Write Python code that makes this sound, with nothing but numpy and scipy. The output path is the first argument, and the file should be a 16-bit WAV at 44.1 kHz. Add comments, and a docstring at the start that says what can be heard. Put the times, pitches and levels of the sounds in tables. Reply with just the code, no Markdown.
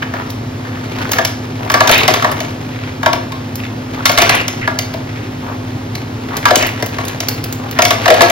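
"""Ice cubes drop from a dispenser close to the microphone, in irregular bursts.
They knock down a plastic chute and clatter into a lined bucket: fading rings and short noise bursts.
Cubes also slide, grind and spill, made from many tiny contacts, and small chips tick in between.
A corridor answers with a noise tail. Steady motor hum and fan noise lie behind it all.
The loudest blows are flattened at full scale."""
import sys
import numpy as np
from scipy import signal
from scipy.fft import rfft, irfft, next_fast_len
from scipy.io import wavfile
from scipy.ndimage import map_coordinates

SR = 44100
rng = np.random.default_rng(int(sys.argv[2]) if len(sys.argv) > 2 else 0)


def dump_mix(stems):
    """Bounce the given channels to the path in sys.argv[1] as a 16-bit WAV at rate SR."""
    frames = np.atleast_2d(stems).T  # one column per channel
    limited = np.clip(frames, -1, 1)  # hard clip at full scale
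    pcm = np.round(limited * 32767).astype(np.int16)
    wavfile.write(sys.argv[1], SR, pcm)


N = 366449  # length in samples
TOP_HZ = 16000  # band limit

# Every cube rocks back once, more weakly; the scatter is in natural-log units.
REBOUND_S, REBOUND_SCATTER, REBOUND_DB = 0.022, 0.35, -16
# Cube landings: [t/s, level of the blow/dB, level of the ice's sharp crack/dB, aim from 0 = chute to 1 = bucket]
CUBE_LANDINGS = [(0.137, -21, -40, 0.35), (1.117, -26, -28, 0.35), (1.132, -21, -20, 0.17),
                 (1.185, -11, -23.5, .4), (1.249, -30.5, -11.5, .5), (1.699, -14, -21.5, .2),
                 (1.74, -8.5, -16, 0.35), (1.805, -4.5, -18.5, 0.38), (1.874, -20, -13, 0.5),
                 (1.893, -10, -16, 0.5), (1.921, -17, -17, .3), (1.943, -19, -19, .15),
                 (2.079, -8.5, -10.5, .5), (2.138, -22, -14, .1), (2.223, -16.5, -27, 0.1),
                 (2.245, -10, -27, 0.35), (2.403, -23, -24, 0.76), (3.03, -19, -30, .3),
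                 (3.06, -6.5, -22, 0.5), (3.13, -17.5, -20, 0.66), (3.32, -29, -33, 0),
                 (4.055, -13, -6, 0.1), (4.094, -13.5, -17.5, .5), (4.175, -12, -13, .3),
                 (4.184, -13, -11, .5), (4.22, -13.5, -14, 0.5), (4.293, -10, -11, .35),
                 (4.48, -32, -16.5, .2), (4.675, -13.5, -31, 0.3), (4.788, -26.5, -15, 0.73),
                 (4.938, -24, -33, .8), (5.952, -36, -24.5, .5), (6.454, -5, -16.5, .1),
                 (6.486, -21, -27, 0.46), (6.507, -5.5, -21, .82), (6.556, -25, -6, .5),
                 (6.624, -21, -20, 0.6), (6.824, -21, -22.5, 0.69), (6.984, -21.5, -31, 0.33),
                 (7.203, -29, -18, 1), (7.788, -5.5, -21, 0.43), (7.82, -16, -10, 0.75),
                 (7.851, -16, -10.5, 0.66), (7.906, -10.5, -12, 0.45), (8.057, -11.5, -21, 0.41),
                 (8.079, -6.5, -19, 0.71), (8.102, -1.5, -16.5, .8), (8.141, -20, -20, 0.42),
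                 (8.207, -2, -17.5, 0.47), (8.218, -10, -10, 0.77), (8.299, -13.5, -15.5, 0.7)]


def cubes():
    """Each cube strikes, then rocks back once on the same spot after a short, uneven flight."""
    out = np.zeros((2, N))
    for start, *contact in CUBE_LANDINGS:
        flight = REBOUND_S * np.exp(REBOUND_SCATTER * rng.standard_normal())
        sound = impact(*contact)
        add(out, start, sound)
        add(out, start + flight, amp(REBOUND_DB) * sound)
    return out


THUD_DB = -0.8  # the bucket's ring against its share of the blow
CLACK_SHARE = 0.63  # how far the clack lies from blow (0) to crack (1)
BEND_HZ, BEND_END_HZ, BEND_DB = 2400, 640, -1  # typical start pitch, end pitch, level against the blow
BEND_DELAY_S = 0.0015  # a 1 kHz bending wave reaches the rim this late; lower ones are slower
# The bucket's low ringing tones: [f/Hz, relative level/dB, time to fall 60 dB/s]
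BUCKET_TONES = [(357, -19, .16), (498.6, -12, 0.08), (638, 0, 0.068), (705, -1.5, 0.068)]
# The plastic chute's ringing tones: [f/Hz, relative level/dB, time to fall 60 dB/s]
CHUTE_TONES = [(942, -4.5, 0.065), (1130, 1.5, 0.055), (1368, -2, 0.045), (1662, 0.5, 0.04),
               (1776, -1.5, 0.032)]
# Short rings of a hard contact: [f/Hz, relative level/dB, time to fall 60 dB/s]
HARD_TONES = [(2060, 2, 0.056), (2235, 1.5, 0.074), (2963, -4, 0.06), (3670, -4.5, 0.063)]
# Colour of the clack between pieces of ice: [f/Hz, relative level/dB]
CLACK_COLOUR = [(400, -15), (2000, 1), (3500, -.5), (12000, -22)]
# Colour of the sharp crack of the ice: [f/Hz, relative level/dB]
CRACK_COLOUR = [(500, -25), (4000, -4), (5800, 6), (7500, 0), (12300, -5.5), (16000, -10.5)]


def impact(blow_db, crack_db, aim):
    """One contact shares its blow between bucket and chute, and clacks and cracks against other ice."""
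    t = np.arange(SR // 13) / SR
    angle = np.pi / 2 * np.clip(aim, 0, 1)
    bucket = np.sqrt(2) * amp(blow_db) * np.sin(angle)
    chute = np.sqrt(2) * amp(blow_db) * np.cos(angle)
    thud = ring(BUCKET_TONES, t, attack=0.0021, scatter_db=3, detune=0.018, delay=BEND_DELAY_S)
    thud = bucket * amp(THUD_DB) * thud
    knock = ring(CHUTE_TONES, t, attack=0.0018, scatter_db=5, detune=0.02, delay=BEND_DELAY_S)
    knock = chute * amp(-0.5) * knock

    # the cube chatters on the plastic as it lands, which roughens the knock
    chatter_colour = [(250, -22), (900, 1), (1700, 2), (4000, -38)]  # f/Hz, relative level/dB
    chatter = chute * amp(0.5) * burst(chatter_colour, t, t60=0.05, attack=0.0019)

    clack_db = blow_db + CLACK_SHARE * (crack_db - blow_db)
    clack = amp(clack_db - 5) * ring(HARD_TONES, t, attack=0.0011, scatter_db=4.5, detune=0.012)
    clack = clack + amp(clack_db + 10.5) * burst(CLACK_COLOUR, t, t60=0.043, attack=0.0013)
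    crack = amp(crack_db + 10) * burst(CRACK_COLOUR, t, t60=0.024, attack=0.0016)

    # every cube has its own size, and so its own four brief, high rings
    pitches = 5000 * np.exp(0.203 * rng.standard_normal(size=4))
    own_tones = [(hz, 0, 0.018) for hz in pitches]
    clink = amp(crack_db - 6.5) * ring(own_tones, t, attack=0.00078, scatter_db=0.5, detune=0)

    # the blow also sends a bending wave of falling pitch through the plastic
    bend_start_hz = BEND_HZ * np.exp(0.2 * rng.standard_normal())
    flex = amp(blow_db + BEND_DB) * bend(t, bend_start_hz, BEND_END_HZ)

    sound = chatter + clack + crack
    add(sound[0], 0, thud + knock + flex + clink)  # these sit in the first of the two signals only
    return sound


def ring(modes, t, attack, scatter_db, detune, delay=0):
    """A struck body rings in fading tones; strengths and pitches vary with the spot that is hit."""
    hz, db, t60 = np.transpose(modes)[:, :, None]
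    size, shift, phase = rng.standard_normal((3, len(modes), 1))
    age = np.maximum(t - delay * (1000 / hz) ** 2, 0)  # in a thin wall low tones start later
    waves = np.sin(2 * np.pi * (hz * (1 + detune * shift) * t + phase))
    fade = amp(db + scatter_db * size - 60 * age / t60)
    sound = np.sum(fade * waves * (1 - np.exp(-age / attack)), axis=0)
    return sound / np.std(sound[:SR // 50])


def burst(spectrum, t, t60, attack):
    """Dense, quickly fading vibration: coloured noise with a fast rise and a steady fall in dB."""
    noise = coloured(rng.standard_normal((2, len(t))), spectrum)
    return noise * amp(-60 * t / t60) * (1 - np.exp(-t / attack))


BEND_FALL_S, BEND_PEAK_S = 0.004, 0.0045  # speed of the pitch fall, time of the loudest moment


def bend(t, start_hz, end_hz):
    """High bending waves outrun low ones, so a struck wall falls quickly in pitch."""
    hz = end_hz + (start_hz - end_hz) * np.exp(-t / BEND_FALL_S)
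    swell = t / BEND_PEAK_S * np.exp(1 - t / BEND_PEAK_S)
    return np.sin(2 * np.pi * np.cumsum(hz) / SR) * swell


THUMP_HZ, THUMP_END_HZ = 1200, 200  # pitch at the start and end of the fall
# Heavy landings: [t/s, level/dB]
HEAVY_LANDINGS = [(3.173, -17), (4.221, -7), (6.563, -9), (6.825, -12.5)]


def thumps():
    """A heavy landing flexes the bucket's wall with a deep, falling thump."""
    out = np.zeros((2, N))
    sound = bend(np.arange(SR // 13) / SR, THUMP_HZ, THUMP_END_HZ)
    for start, db in HEAVY_LANDINGS:
        add(out[0], start, amp(db) * sound)
    return out


RATTLE_T60_S = 0.015  # time for each contact's ring to fall 60 dB
# Cubes grinding together: [t/s, length/s, centre f/Hz, spread of pitches/octaves, level/dB]
GRINDING_RUNS = [(1.912, .11, 2550, .32, -12.5), (4.185, .08, 2170, .22, -16.5),
                 (4.305, .12, 2250, .28, -18.5), (4.612, .06, 2050, .25, -26),
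                 (6.585, .125, 2200, .3, -20.5)]


def rattles(count=110):
    """Grinding cubes touch in quick succession, then less often; each contact rings at its own pitch."""
    out, t = np.zeros((2, N)), np.arange(SR // 25) / SR
    fade = amp(-60 * t / RATTLE_T60_S)
    for start, length, hz, octaves, db in GRINDING_RUNS:
        run = np.zeros((2, round(length * SR) + len(t)))
        times = length * rng.beta(1.4, 2, count)
        pitches = hz * 2 ** (octaves * rng.standard_normal(count))
        for k, (when, pitch) in enumerate(zip(times, pitches)):
            add(run[k % 2], when, np.sin(2 * np.pi * pitch * t) * fade)
        add(out, start, amp(db) * unit(run))
    return out


SKID_S, SKID_HZ, SKID_DB = 0.0296, 1730, -18.5  # skid before a landing: length, pitch, level against blow
# Cubes sliding and rubbing as the auger pushes them: [t/s, length/s, centre f/Hz, level/dB]
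CUBE_SLIDES = [(0, .055, 1700, -21.5), (0.135, .1, 1300, -24.5), (0.6, .25, 1600, -33),
               (0.95, 0.13, 1500, -25), (1.59, .1, 850, -26), (2.69, .26, 2200, -32), (3.58, .1, 2200, -28),
               (3.965, 0.054, 1190, -23), (5.02, .3, 2200, -36), (5.405, 0.17, 1000, -28),
               (6.261, 0.16, 1200, -26.5), (7.58, .12, 1100, -30)]


def slides():
    """A sliding cube stutters over the plastic in one band; every cube skids just before it lands."""
    out, rub = np.zeros((2, N)), grit(rate=440, spread_db=2.2, t60=0.021)
    skids = [(s - SKID_S, SKID_S, SKID_HZ, blow_db + SKID_DB) for s, blow_db, _, _ in CUBE_LANDINGS]
    for start, length, hz, db in list(CUBE_SLIDES) + skids:
        stroke = rub[:, round(start * SR):][:, :round(length * SR)]
        stroke = coloured(stroke, [(hz / 6, -17), (hz, 0), (hz * 6, -37)])
        add(out, start, amp(db) * stroke * signal.windows.tukey(stroke.shape[1], 0.5))
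    return out


# A spill gathers and dies away at fixed speeds, over ice that never quite rests.
GATHER_DB_PER_S, SETTLE_DB_PER_S, RESTING_DB = 58, 42, -41
STIR_DB = 1.8  # how unevenly the auger stirs the resting ice
# Heaps of loose ice giving way: [t/s, length/s, level/dB]
ICE_SPILLS = [(1.03, 0.1, -25.5), (1.879, 0.27, -17.7), (4.204, 0.11, -19.5), (6.48, 0.07, -23),
              (7.013, 0.24, -27.5), (7.9, .06, -25.5), (8.15, 0.17, -19.5)]
# Colour of the loose ice: [f/Hz, relative level/dB]
LOOSE_COLOUR = [(150, -15), (370, 6), (1500, 1), (2300, 0), (6000, -12), (16000, -28)]


def tumble():
    """Each spill gathers, runs and settles: many small collisions of loose ice."""
    t = np.arange(N) / SR
    power = amp(RESTING_DB + STIR_DB * wobble(7)) ** 2
    for start, length, db in ICE_SPILLS:
        gather_db = GATHER_DB_PER_S * np.maximum(start - t, 0)
        settle_db = SETTLE_DB_PER_S * np.maximum(t - start - length, 0)
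        power = power + amp(db - gather_db - settle_db) ** 2
    return np.sqrt(power) * coloured(grit(rate=210, spread_db=3.1, t60=0.034), LOOSE_COLOUR)


def grit(rate, spread_db, t60):
    """Brief random contacts of uneven size, rate a second, each opening two noises for a moment."""
    t = np.arange(SR // 20) / SR
    sizes = amp(spread_db * np.minimum(rng.exponential(size=N), 3))
    hits = (rng.random(N) < rate / SR) * sizes
    envelope = signal.oaconvolve(hits, amp(-60 * t / t60))[:N]
    return unit(envelope * rng.standard_normal((2, N)))


# Small chips ticking on the chute: [t/s, level/dB]
CHIP_TICKS = [(0.302, -18.5), (1.117, -3), (1.717, -12), (1.913, -1), (1.979, -8), (2.315, -15),
              (3.555, -16), (4.116, -12), (4.217, -4), (4.35, -10), (6.368, -10.5), (6.666, -12),
              (6.861, -12), (7.051, -16), (7.081, -13.5), (7.285, -3), (7.44, -11.5), (7.525, -12.5),
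              (7.711, -16.5)]
# Typical colour of a chip: [f/Hz, relative level/dB]
CHIP_COLOUR = [(1000, -2.5), (6000, 1.5), (13000, -2)]


def chips(colour_db=2.5):
    """Splinters of ice tick thinly on the chute, each with its own colour."""
    out, t = np.zeros((2, N)), np.arange(SR // 10) / SR
    pitches = np.geomspace(CHIP_COLOUR[0][0], TOP_HZ, 14)
    for start, db in CHIP_TICKS:
        colour = [(hz, along(CHIP_COLOUR, hz) + colour_db * rng.standard_normal()) for hz in pitches]
        add(out, start, amp(db) * burst(colour, t, t60=0.036, attack=0.00062))
    return out


# How long the corridor rings: [f/Hz, time to fall 60 dB/s]
CORRIDOR_FADE = [(2000, 0.46), (6000, 0.4), (14000, 0.26)]


def corridor(x):
    """A diffuse tail, new every quarter second as the ice moves; each frequency dies at its own speed."""
    out, step = np.zeros((2, N)), SR // 4
    for start in range(0, N, step):
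        hz, t, grid = signal.stft(rng.standard_normal((2, SR // 2)), SR, nperseg=256)
        fade = amp(-60 * t / along(CORRIDOR_FADE, hz)[:, None])
        tail = signal.istft(grid * fade, SR, nperseg=256)[1]
        age = np.arange(tail.shape[1]) / SR
        tail = tail * (1 - np.exp(-(age / 0.0095) ** 2))  # soft start
        tail = tail / np.linalg.norm(tail[0])
        add(out, start / SR, signal.fftconvolve(x[None, start:start + step], tail, axes=1))
    return out


# Motor and mains tones, and a thin whine: [f/Hz, typical peak level/dB]
HUM_TONES = [(99.8, -29.5), (112.5, -27), (224.8, -38.5), (254.8, -26.5), (299.6, -39.5), (5400, -53.5)]
# Colour of the cooling fan's rush: [f/Hz, relative level/dB]
FAN_COLOUR = [(20, -24.5), (80, -5.5), (105, -1.5), (148, 2), (187, -14.5), (222, -2.5), (450, -9.5),
              (2000, -20.5), (7000, -33), (16000, -47.5)]


def machine():
    """Compressor and auger motor hum in unsteady tones that beat together, over the cooling fan's rush."""
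    t, drift = np.arange(N) / SR, wobble(2.7)
    hum = np.zeros(N)
    for hz, db in HUM_TONES:
        level = amp(db + 0.85 * wobble(5))
        turns = hz * t + rng.random()
        hum += level * np.sin(2 * np.pi * turns + hz / 600 * drift)
    fan = ports(coloured(rng.standard_normal((2, N)), FAN_COLOUR))
    return hum + amp(-25.8) * fan


# Likeness of the two microphone ports: [f/Hz, likeness from -1 to 1]
PORT_LIKENESS = [(280, 0.99), (600, 0.15), (2000, .55), (4000, 0.5), (7000, 1)]


def ports(pair):
    """Two unrelated signals, as sum and difference, become partly alike left and right channels."""
    def shares(hz):
        alike = np.clip(along(PORT_LIKENESS, hz), -1, 1)
        return np.sqrt(np.array([1 + alike, 1 - alike]) / 2)
    mid, side = filtered(pair, shares)
    return np.array([mid + side, mid - side])


def amp(db):
    """Decibels to a plain factor."""
    return 10 ** (np.asarray(db) / 20)


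def unit(x):
    """Scale x to an rms of 1."""
    return x / np.sqrt(np.mean(x ** 2) + 1e-20)


def along(points, hz):
    """Read a curve of (f/Hz, value) points on a log frequency axis."""
    f, v = np.transpose(points)
    return np.interp(np.log(hz + 1), np.log(f + 1), v)


def wobble(rate):
    """A smooth random curve, rate knots a second."""
    knots = rng.standard_normal(int(N * rate / SR) + 4)
    steps = np.arange(0, N, 200)
    return np.interp(np.arange(N), steps, map_coordinates(knots, [steps * rate / SR]))


def filtered(x, response):
    """x times a real or complex response of frequency."""
    n = x.shape[-1]
    m = next_fast_len(n + 2048, real=True)
    return irfft(rfft(x, m) * response(np.fft.rfftfreq(m, 1 / SR)), m)[..., :n]


def coloured(x, spectrum):
    """x shaped by a spectrum, at rms 1."""
    return unit(filtered(x, lambda hz: amp(along(spectrum, hz))))


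def add(track, s, sound):
    """Mix a sound into a track at a time in seconds."""
    part = track[..., max(round(s * SR), 0):][..., :sound.shape[-1]]
    part += sound[..., :part.shape[-1]]


# Level of the ice, left against right: [f/Hz, level/dB]
LEFT_LEVEL = [(200, 2), (650, 7.5), (1600, -0.5)]
# How far the left channel leads: [f/Hz, phase/radians]
LEFT_LEAD = [(300, 0), (650, .3), (1380, -2), (3000, -1.1), (5000, 1.3), (9000, 3.14), (14000, 6.2)]


def scene():
    """The corridor answers the ice; the chute lies off to the left, so the two ports differ."""
    sides = np.array([[0.5], [-0.5]])  # half of each difference to the left, half to the right
    ice = cubes() + chips() + slides() + rattles() + thumps() + tumble()
    ice = ports(ice + amp(-8.0) * corridor(ice[0]))
    ice = filtered(ice, lambda hz: amp(sides * along(LEFT_LEVEL, hz)))
    # the machine shares the ice's phase difference, but not its level difference
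    return filtered(ice + machine(), lambda hz: np.exp(1j * sides * along(LEFT_LEAD, hz)))


def record(dry, hardness=7):
    """Loud blows flatten at full scale; nothing is kept above the band limit."""
    clipped = dry / (1 + np.abs(dry) ** hardness) ** (1 / hardness)
    return filtered(clipped, lambda hz: hz < TOP_HZ)


dry = scene()
out = record(dry)
dump_mix(out)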